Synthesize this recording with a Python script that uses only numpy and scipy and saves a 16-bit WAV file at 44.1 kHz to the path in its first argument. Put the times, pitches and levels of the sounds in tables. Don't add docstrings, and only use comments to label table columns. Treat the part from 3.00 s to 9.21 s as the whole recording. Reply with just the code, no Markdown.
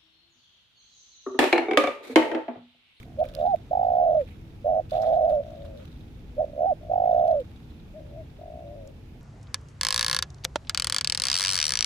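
import sys
import numpy as np
from scipy import signal
from scipy.fft import rfft, irfft
from scipy.io import wavfile
from scipy.ndimage import uniform_filter1d

SR = 44100
rng = np.random.default_rng(int(sys.argv[2]) if len(sys.argv) > 2 else 0)


def generate_wav(signal):
    frames = np.transpose(np.atleast_2d(signal))
    scaled = np.clip(frames, -1, 1) * 32767
    pcm = np.round(scaled).astype(np.int16)
    wavfile.write(sys.argv[1], SR, pcm)


def ratio_of_db(decibels):
    return 10 ** (np.asarray(decibels, float) / 20)


N = 273853

# (frequency [Hz], density [dB per Hz])
AIR_SPECTRUM = [(12, -36.5), (20, -4.5), (43, 1), (113, -1.5), (198, -11), (221, -8.5), (327, -15),
                (365, -18), (444, -18), (571, -26.5), (844, -27), (1080, -36), (3050, -36.5), (7660, -48.5),
                (15800, -50)]
# (time [s], level [dB])
RUMBLE_SWELL = [(0.0, -45), (.3, -44.5), (2.7, -43.5), (4.8, -45), (5.64, -46.5), (6.21, -45.5)]
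# (frequency [Hz], correlation [-1 to 1])
LIKENESS = [(60, 0.96), (150, 0.95), (380, 0.79), (950, 0.14), (2380, -0.099), (5980, 0.082),
            (15000, -0.31)]
# (frequency [Hz], left over right [dB])
LEAN = [(60, 0.5), (130, -1), (290, -0.5), (640, -1), (1410, -3.5), (3100, -4), (6820, 2.5), (15000, 0)]
# (frequency [Hz], width [Hz], level [dB])
ENGINE_LINES = [
    (75.8, 2.4, -58.5),
    (161, 5.9, -65),
    (243.6, 5.2, -64),
    (328.7, 4.2, -64.5),
]
# (frequency [Hz], density [dB per Hz])
LEAF_SPECTRUM = [(600, -26), (1200, -1.5), (2300, -12), (2900, -9), (3600, 0), (4300, -10.5), (5500, -16.5),
                 (8000, -21.5), (15000, -22)]
# (time [s], peak level [dB], time to fade by 10 dB [s], 0.003 at least)
STIRRINGS = [(0.0, -54, 0.05), (.21, -61, -0.14), (.243, -51, 0.06), (.29, -60, 0.06), (0.349, -55.5, 0.18),
             (0.389, -53, 0.04), (.42, -62.5, 0.34), (0.899, -64.5, 0.75), (1.21, -60.5, 0.1),
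             (1.31, -66, -0.5), (1.914, -49, 0.12), (1.94, -56.5, 0.15), (2.021, -50.5, 0.07),
             (2.075, -55.5, 0.12), (2.297, -55, 0.08), (2.47, -61, 0.33), (2.65, -56, 0.05),
             (2.78, -60, 0.3), (2.84, -70, 1.45), (4.1, -62, 0.9), (4.31, -53.5, -0.82), (6.21, -53, -1.96)]
# (time [s], peak level [dB], ring [Hz], left over right [dB])
LEAF_TICKS = [(0.0004, -48, 2070, -5), (0.0293, -50, 2140, -15), (0.191, -55, 3400, -1),
              (0.2025, -48, 3500, 0), (0.238, -50, 3200, -8.5), (0.253, -48, 2590, -10),
              (0.2862, -51, 3760, -12), (0.3376, -51, 3780, -9), (0.3505, -26.5, 4240, -8),
              (0.392, -51, 3350, -2), (0.5599, -39.5, 2090, -4), (1.1934, -57, 2350, -6),
              (1.2084, -54, 2300, -6), (1.275, -60, 2290, -10), (1.306, -60, 2620, -5),
              (1.3184, -63, 2610, -3), (1.8965, -54, 4000, 7), (1.909, -49, 3970, -20),
              (1.943, -57, 2000, 5), (1.9774, -53, 3520, 0), (2.004, -71, 3600, 3), (2.0167, -44, 5000, 5),
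              (2.0203, -50, 5200, 14), (2.026, -48, 4470, 1), (2.065, -58.5, 3750, -15),
              (2.251, -53, 3540, 0), (2.2962, -45, 4230, 3), (2.773, -55, 3720, 1), (2.854, -47, 3700, -8),
              (4.0492, -64.5, 2260, 1), (4.405, -41, 3300, -3), (4.2777, -48.5, 3900, -9),
              (4.313, -48, 3900, -7), (4.3994, -54, 3630, -1.5), (5.1974, -72, 2390, -1),
              (5.8745, -47, 6360, 0)]

# (time from mark [s], peak level [dB], pitch [Hz], puffs from mark [count],
# valve closure [0-1])
KU = [(0, -35, 596, 0, 1), (.004, -34, 570, .45, .8), (.009, -21.5, 570, .85, .1), (.026, -15, 645, 2, .2),
      (.038, -12.7, 685, 3, .65), (.05, -13, 650, 4, .9), (.068, -27, 600, 5, 1), (.083, -27, 560, 6, 1),
      (.1, -38, 610, 7, 1), (.135, -41, 605, 9, 1)]
HOOK = [(-.15, -46, 570, -11, 1), (-.092, -26, 590, -7, 1), (-.079, -20, 610, -6, 1),
        (-.052, -15, 650, -4, 1), (-.013, -13, 710, -1, 1), (0, -13, 745, 0, .85),
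        (.009, -14.5, 785, 1, .4), (.016, -19, 805, 1.6, .05), (.033, -18.8, 803, 2.8, 0),
        (.062, -18.5, 750, 5.4, 0), (.08, -17, 638, 7, 0), (.086, -36, 625, 8, 0)]
LONG = [(0, -17.3, 640, 0, 1), (.017, -13, 716, 1, 1), (.059, -13, 722, 3, 1), (.08, -13.1, 722, 4, 1),
        (.189, -13, 712, 10, .95), (.255, -12.3, 688, 14, .88), (.286, -11.5, 700, 16, .85),
        (.312, -12, 712, 18, .75), (.336, -13, 708, 20, .75), (.351, -12.8, 692, 21, .8),
        (.361, -12, 672, 22, .65), (.395, -12, 652, 25, .75), (.418, -13.6, 645, 27, .85),
        (.439, -12.3, 642, 28, .55), (.464, -13, 620, 29, .08), (.478, -17, 588, 30, .05),
        (.5, -20.5, 538, 31.2, 0), (.522, -37, 460, 33, 0)]
LAST_LONG = [(0, -19.6, 625, 0, 1), (.015, -13, 700, 1, 1), (.079, -12.5, 705, 4, 1),
             (.1, -12.5, 700, 5, 1), (.139, -12.3, 697, 7, .97), (.194, -11, 688, 10, .92),
             (.247, -10.8, 665, 13, .85), (.296, -11, 676, 16, .8), (.368, -12.5, 678, 21, .8),
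             (.382, -12, 672, 22, .8), (.391, -12, 672, 23, .8), (.409, -11.2, 658, 24, .8),
             (.428, -12.5, 645, 25, .8), (.442, -15, 625, 26, .5), (.487, -20.5, 570, 30, .1),
             (.503, -23.5, 512, 31, 0), (.523, -33, 455, 33, 0)]
HOARSE_KU = [(0, -21, 610, 0, 1), (.01, -15, 640, 1, .9), (.02, -13.5, 665, 2, .9),
             (.043, -13, 675, 4, .85), (.086, -15, 675, 8, .8), (.148, -13.6, 668, 14, .85),
             (.162, -30.8, 544, 15, 1)]
HOARSE_LONG = [(0, -15.3, 620, 0, 1), (.03, -14, 665, 3, .85), (.045, -14, 675, 4, 1),
               (.058, -15, 670, 5, .85), (.12, -14, 690, 12, .85), (.138, -14, 685, 14, .88),
               (.17, -12.8, 665, 18, .9), (.22, -12, 678, 24, .88), (.252, -13.5, 690, 28, .8),
               (.271, -12, 670, 30, .8), (.286, -11.5, 665, 31, .85), (.314, -13, 660, 34, .8),
               (.341, -11.7, 660, 37, .75), (.356, -12.5, 672, 38, .7), (.394, -14, 630, 42, .75),
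               (.409, -12.5, 636, 44, .5), (.446, -16.5, 600, 48, .4), (.481, -20.7, 580, 52, .35),
               (.493, -29.2, 558, 53, 1)]
FAR_LEAD = [(0, -46, 575, 0, 0), (.02, -38.5, 635, 1.3, 0), (.044, -39.5, 630, 3, .1),
            (.062, -39.5, 603, 4, 1), (.088, -45, 585, 6, 1), (.105, -45.5, 567, 7, 1),
            (.145, -46, 548, 10, 1), (.217, -38, 640, 16, 1), (.232, -38.5, 650, 17, .1),
            (.262, -37, 648, 19.5, 0), (.282, -49, 590, 21, 0)]
FAR_LONG = [(0, -42, 610, 0, 1), (.021, -35, 645, 1, 1), (.109, -34.4, 645, 5, 1),
            (.197, -35.5, 632, 10, .95), (.23, -35, 645, 12, 1), (.246, -37.5, 635, 13, .9),
            (.313, -37.5, 632, 20, .85), (.407, -39.5, 600, 30, .85), (.455, -40.5, 578, 34.5, .7),
            (.512, -45.5, 555, 40, .5)]
PURR = [(0, -47.5, 674, 0, 1), (.044, -46.3, 693, 2, 1), (.104, -49, 630, 5, 1)]
LAST_KU = [(0, -33, 580, 0, 1), (.004, -32, 570, .45, .8), (.009, -21, 575, .85, .1),
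           (.024, -15.5, 640, 2, .25), (.035, -13.5, 680, 3, .7), (.045, -15, 660, 4, .9),
           (.057, -18, 615, 5, 1), (.072, -18.8, 600, 6, 1), (.09, -37, 600, 7, 1),
           (.126, -36.5, 590, 9, 1)]
LAST_HOOK = [(-.123, -34, 590, -9, 1), (-.108, -35, 570, -8, 1), (-.079, -21.5, 598, -6, 1),
             (-.051, -14.7, 662, -4, 1), (-.038, -13, 685, -3, .95), (-.012, -13.3, 700, -1, 1),
             (0, -12.8, 725, 0, .85), (.007, -17.5, 775, .8, .05), (.022, -18.5, 790, 2, 0),
             (.05, -15.8, 735, 4.5, 0), (.058, -18, 660, 5.2, 0), (.065, -16, 598, 6, 0),
             (.071, -18.5, 585, 6.6, 0), (.075, -36, 590, 7.3, 0)]

# (shape, mark [s], length [factor], level shift [dB], pitch shift [Hz], puff count [factor]) Faint
FAINT_SONG = [
    (PURR, .058, 1., 0, 0, 1.),
    (PURR, 3.505, .5, 3, -85, .7),
]
NEAR_SONG = [
    (KU, .179, 1., 0, 4, 1.),
    (HOOK, .468, 1., 0, 5, 1.),
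    (LONG, .716, 1., 0, 6, 1.),
    (HOARSE_KU, 1.65, 1., 0, 10, 1.),
    (HOARSE_LONG, 1.925, 1., -.5, 10, 1.),
    (LAST_KU, 3.373, 1., 0, 0, 1.),
    (LAST_HOOK, 3.659, 1., 0, 0, 1.),
    (LAST_LONG, 3.902, 1., 0, 4, 1.),
]
FAR_SONG = [
    (FAR_LONG, 2.322, 1., 0, -12, 1.),
    (FAR_LONG, 3.815, 1., -2, -15, 1.2),
    (FAR_LEAD, 4.945, 1., 0, 0, 1.),
    (FAR_LONG, 5.395, 1., 0, 4, 1.),
]
# (time [s], surge [dB], share by which the valve stays open [0-1])
SLIPS = [(.547, 6.5, 0), (1.046, -1.5, .35), (1.072, 0, .4), (1.1, 0, .2), (1.155, .5, .55), (1.935, -5, 0),
         (2.02, -2, 0), (2.055, -1.5, 0), (2.076, 1, .2), (2.092, 1, .3), (2.143, 1.5, .3), (2.155, -2, 0),
         (2.167, 1.5, .45), (2.192, 0, .3), (2.25, 1, .5), (2.319, -2, 0), (2.328, 0, .3), (4.269, -2, 0),
         (4.289, 0, .5), (4.315, .5, .6)]
CATCHES = [1.128, 1.143, 1.164, 1.963, 1.977, 1.997, 2.051, 2.16, 2.183, 2.204, 2.271, 4.276, 4.337]
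# (delay [ms], level [dB])
ECHOES = [
    (5.5, -22),
    (9, -21),
    (14, -28.5),
]
# (frequency [Hz], left over right [dB], left phase lead [rad]) Faint purrs
FAINT_PORTS = [(500, -7, .3), (800, -2, 0.417)]
NEAR_PORTS = [(400, 0, .4), (500, -2, .5), (600, -4.2, .8), (720, -5.6, 1.2), (800, -5, 1.55),
              (950, -2.4, 2.1)]
FAR_PORTS = [(400, -1, 1.4), (513, 2, 3), (595, 4.5, 0.14), (760, -0.5, 1.2), (850, 3, 0.71)]
# (frequency [Hz], gain [dB])
MIC_RESPONSE = [(18, -11), (36, -0.5), (2000, 1), (2500, 3.5), (2950, 0), (3600, -1), (6000, 0), (8800, -3),
                (10000, -2), (10800, 0), (11600, -0.5)]

SLIP_S, CATCH_S, CATCH_DB = .007, .002, -7


def evened(x):
    return x / np.sqrt(np.mean(x ** 2) + 1e-20)


def read(points, hz):
    f, value = np.transpose(points)
    return np.interp(np.log(hz + 1), np.log(f + 1), value)


def add(mix, s, sound):
    part = mix[..., max(round(s * SR), 0):][..., :sound.shape[-1]]
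    part += sound[..., :part.shape[-1]]


def sides(lean_db):
    return ratio_of_db([[lean_db / 2], [-lean_db / 2]])


def bandpassed(x, low_hz, high_hz):
    return signal.lfilter(*signal.butter(2, [low_hz, high_hz], "band", fs=SR), x)


def hiss(points, size, patchy_db, swell):
    frames, hz = 4 * N // size + 5, np.fft.rfftfreq(size, 1 / SR)
    a, b, c, d, patches = rng.standard_normal((frames, len(hz), 5)).T
    patches = uniform_filter1d(patches, size=10, axis=0)
    patches = evened(uniform_filter1d(patches, size=10, axis=1))
    same = np.clip(read(LIKENESS, hz), -1, 1)[:, None]
    left, other = a + 1j * b, c + 1j * d
    z = np.array([left, same * left + np.sqrt(1 - same ** 2) * other])
    t = np.arange(frames) * size / 4 / SR
    level_db = read(points, hz)[:, None] + patchy_db * patches + swell(t, hz[:, None])
    lean = ratio_of_db(read(LEAN, hz) / 2)[:, None]
    z *= ratio_of_db(level_db) * [lean, 1 / lean]
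    return evened(signal.istft(z, nperseg=size, noverlap=3 * size // 4)[1][:, :N])


def air():
    s, db = np.transpose(RUMBLE_SWELL)

    def swell(t, hz):
        return (np.interp(t, s, db) - db.mean()) * (hz < 350)

    return ratio_of_db(-43) * hiss(AIR_SPECTRUM, size=2048, patchy_db=0.48, swell=swell)


def drone():
    hz, out = np.fft.rfftfreq(N, 1 / SR), np.zeros(N)
    for line_hz, width_hz, db in ENGINE_LINES:
        near_line = np.exp(-((hz - line_hz) / width_hz) ** 2)
        out += ratio_of_db(db) * evened(irfft(rfft(rng.standard_normal(N)) * near_line, N))
    return out


def rustle():
    still_db, rise_share = -70.5, 0.096
    t, power = np.arange(N) / SR, ratio_of_db(still_db) ** 2
    for s, db, fade_s in STIRRINGS:
        away_s = np.maximum(t - s, (s - t) / rise_share)
        power = power + ratio_of_db(db - 10 * away_s / max(fade_s, .003)) ** 2
    clumps = evened(uniform_filter1d(rng.standard_normal(N), size=160))
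    crackle = hiss(LEAF_SPECTRUM, size=256, patchy_db=3., swell=lambda t, hz: 0 * t)
    return evened(crackle * ratio_of_db(2.9 * clumps)) * np.sqrt(power)


def ticks():
    out, t = np.zeros((2, N)), np.arange(1500) / SR
    for s, db, hz, lean_db in LEAF_TICKS:
        over_db = db + 50
        fade_ms = 2.7 * np.exp(-0.18 * over_db)
        snap_db = -7.5 + 0.1949 * over_db
        grit = rng.standard_normal((2, 2, len(t)))
        ring = bandpassed(grit[0], hz * 0.76, hz * 1.16)
        snap = grit[1] - np.roll(grit[1], 2, axis=1)
        shape = (1 - np.exp(-t / .0003)) * np.exp(-t * 1000 / max(fade_ms, .5))
        burst = evened(shape * ring) + ratio_of_db(snap_db) * evened(shape * snap)
        shape_rms = np.linalg.norm(shape) / np.sqrt(len(t))
        add(out, s, 1.22 * ratio_of_db(db) * sides(lean_db) * shape_rms * burst)
    return out


def sung(shape, mark, stretch, shift_db, shift_hz, flutter):
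    rows = np.array(shape) * [stretch, 1, 1, flutter, 1] + [mark, shift_db, shift_hz, 0, 0]
    rows[:, 3] -= np.floor(rows[0, 3])
    t = np.union1d(rows[:, 0], np.arange(rows[0, 0], rows[-2, 0], CATCH_S / 2))
    rows = np.transpose([np.interp(t, rows[:, 0], column) for column in rows.T])
    for s, surge_db, opened in SLIPS:
        rows += np.outer(np.exp(-.5 * ((t - s) / SLIP_S) ** 2), [0, surge_db, 0, 0, -opened])
    for s in CATCHES:
        rows += np.outer(np.exp(-.5 * ((t - s) / CATCH_S) ** 2), [0, CATCH_DB, 0, 0, .3])
    return rows


def coo(rows):
    rise_s, fall_s, fall_share = 0.0041, 0.0083, 0.47
    uneven_turns, uneven_db, wander_hz, slip_rad = 0.03, -0.07, 13, 0.69
    slow_arch_hz, quick_arch_hz, arch_top, sag = 100, 105, 0.42, 1.3
    ragged_from_hz = 84
    octave_db, breath_db = -54, -43

    s, peak_db, pitch_hz, count, closure = np.transpose(rows)
    lead_s, tail_s = .0078, (s[-1] - s[-2]) / (count[-1] - count[-2]) / 2
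    t = np.arange(s[0] - lead_s, s[-1] + tail_s, 1 / SR)
    turns = np.interp(t, [t[0], *s, t[-1]], [count[0] - .5, *count, count[-1] + .5])
    period = 1 / (SR * uniform_filter1d(np.gradient(turns), size=200))
    shut = np.clip(np.interp(t, s, closure), 0, 1)
    late, size, jump, stray = np.clip(rng.standard_normal((80, 4)), -2, 2).T
    slow = np.clip((period - .0105) / .006, 0, 1)
    strain = 1 + .6 * np.clip((1 / period - ragged_from_hz) / 12, 0, 1)
    turns = turns + uneven_turns * strain * np.interp(turns, np.arange(80), late)
    puff = np.clip(np.round(turns).astype(int), 0, 79)

    since = (turns - np.round(turns)) * period
    first = t < s[0]
    since[first] *= rise_s / (period[first] / 2)
    side_s = np.where(since < 0, rise_s, np.minimum(fall_s, fall_share * period))
    place = np.clip(since / np.where(first, rise_s, np.minimum(period / 2, side_s)), -1, 1)
    gate = np.cos(np.pi / 2 * place) ** np.where(since < 0, 1.1, 1.0 + 0.3 * slow)
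    gate *= ratio_of_db(uneven_db * strain * size[puff])

    top = arch_top * slow
    arch_hz = quick_arch_hz + (slow_arch_hz - quick_arch_hz) * slow
    arch = arch_hz * (np.minimum(place, top) - sag * np.maximum(place - top, 0))
    hz = uniform_filter1d(np.interp(t, s, pitch_hz), size=300) + shut * uniform_filter1d(arch, size=60)
    hz += shut * strain * wander_hz * np.interp(turns, np.arange(80), stray)
    phase = 2 * np.pi * np.cumsum(hz) / SR

    starts = np.flatnonzero(np.diff(puff))
    restart = -np.angle(np.exp(1j * np.diff(phase[starts], prepend=0)))
    restart = restart * np.clip(3 * slow[starts], 0, 1)
    scatter = slip_rad * (strain * jump[puff])[starts]
    slips = np.zeros(len(t))
    slips[starts] = (restart + scatter) * np.clip(2.1 * shut[starts] - .3, 0, 1)
    phase += uniform_filter1d(np.cumsum(slips), size=150)

    flow = ratio_of_db(np.interp(t, s, peak_db)) * (1 - shut + shut * gate)
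    flow *= signal.windows.tukey(len(t), 400 / len(t))
    pad = np.zeros(400)
    gullet = signal.butter(3, [455, 960], "band", fs=SR, output="sos")
    tone = signal.sosfiltfilt(gullet, np.r_[pad, flow * np.sin(phase), pad])
    breath = evened(bandpassed(rng.standard_normal(len(t)), 880, 1390))
    tone[400:-400] += flow * (ratio_of_db(octave_db) * np.sin(2 * phase) + ratio_of_db(breath_db) * breath)
    return t[0] - 400 / SR, tone


def dove(notes, gain_db, ports, tail_db, t60_s):
    dry = np.zeros(N)
    for note in notes:
        add(dry, *coo(sung(*note)))
    t = np.arange(SR // 4) / SR
    scatter = rng.standard_normal((2, len(t))) / np.sqrt(SR * t60_s / 14)
    path = ratio_of_db(tail_db - 60 * t / t60_s) * (t > .012) * scatter
    path[:, 0] += 1
    for k, (ms, db) in enumerate(ECHOES):
        path[:, round(ms * SR / 1000)] += ratio_of_db(db) * (-1) ** k
    wet = signal.fftconvolve(dry[None], path, axes=1)[:, :N]
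    hz, (f, lean_db, lead_rad) = np.fft.rfftfreq(N, 1 / SR), np.transpose(ports)
    half = ratio_of_db(np.interp(hz, f, lean_db) / 2) * np.exp(.5j * np.interp(hz, f, lead_rad))
    return ratio_of_db(gain_db) * irfft(rfft(wet) * [half, 1 / half], N)


def scene():
    ground = air() + drone() + rustle() + ticks()
    faint = dove(FAINT_SONG, gain_db=-3.5, ports=FAINT_PORTS, tail_db=-10, t60_s=0.25)
    near = dove(NEAR_SONG, gain_db=-2.5, ports=NEAR_PORTS, tail_db=-29, t60_s=.25)
    far = dove(FAR_SONG, gain_db=-0.65, ports=FAR_PORTS, tail_db=-13.5, t60_s=0.38)
    return ground + faint + near + far


def band_limit(x):
    return signal.sosfilt(signal.butter(12, 15990, fs=SR, output="sos"), x)


def record(dry):
    colour = ratio_of_db(read(MIC_RESPONSE, np.fft.rfftfreq(N, 1 / SR)))
    coloured = irfft(rfft(dry) * colour, N)
    edge = signal.firwin(511, 15650, window=("kaiser", 9), fs=SR)
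    return band_limit(signal.oaconvolve(coloured, edge[None], "same"))


dry = scene()
out = record(dry)
generate_wav(out)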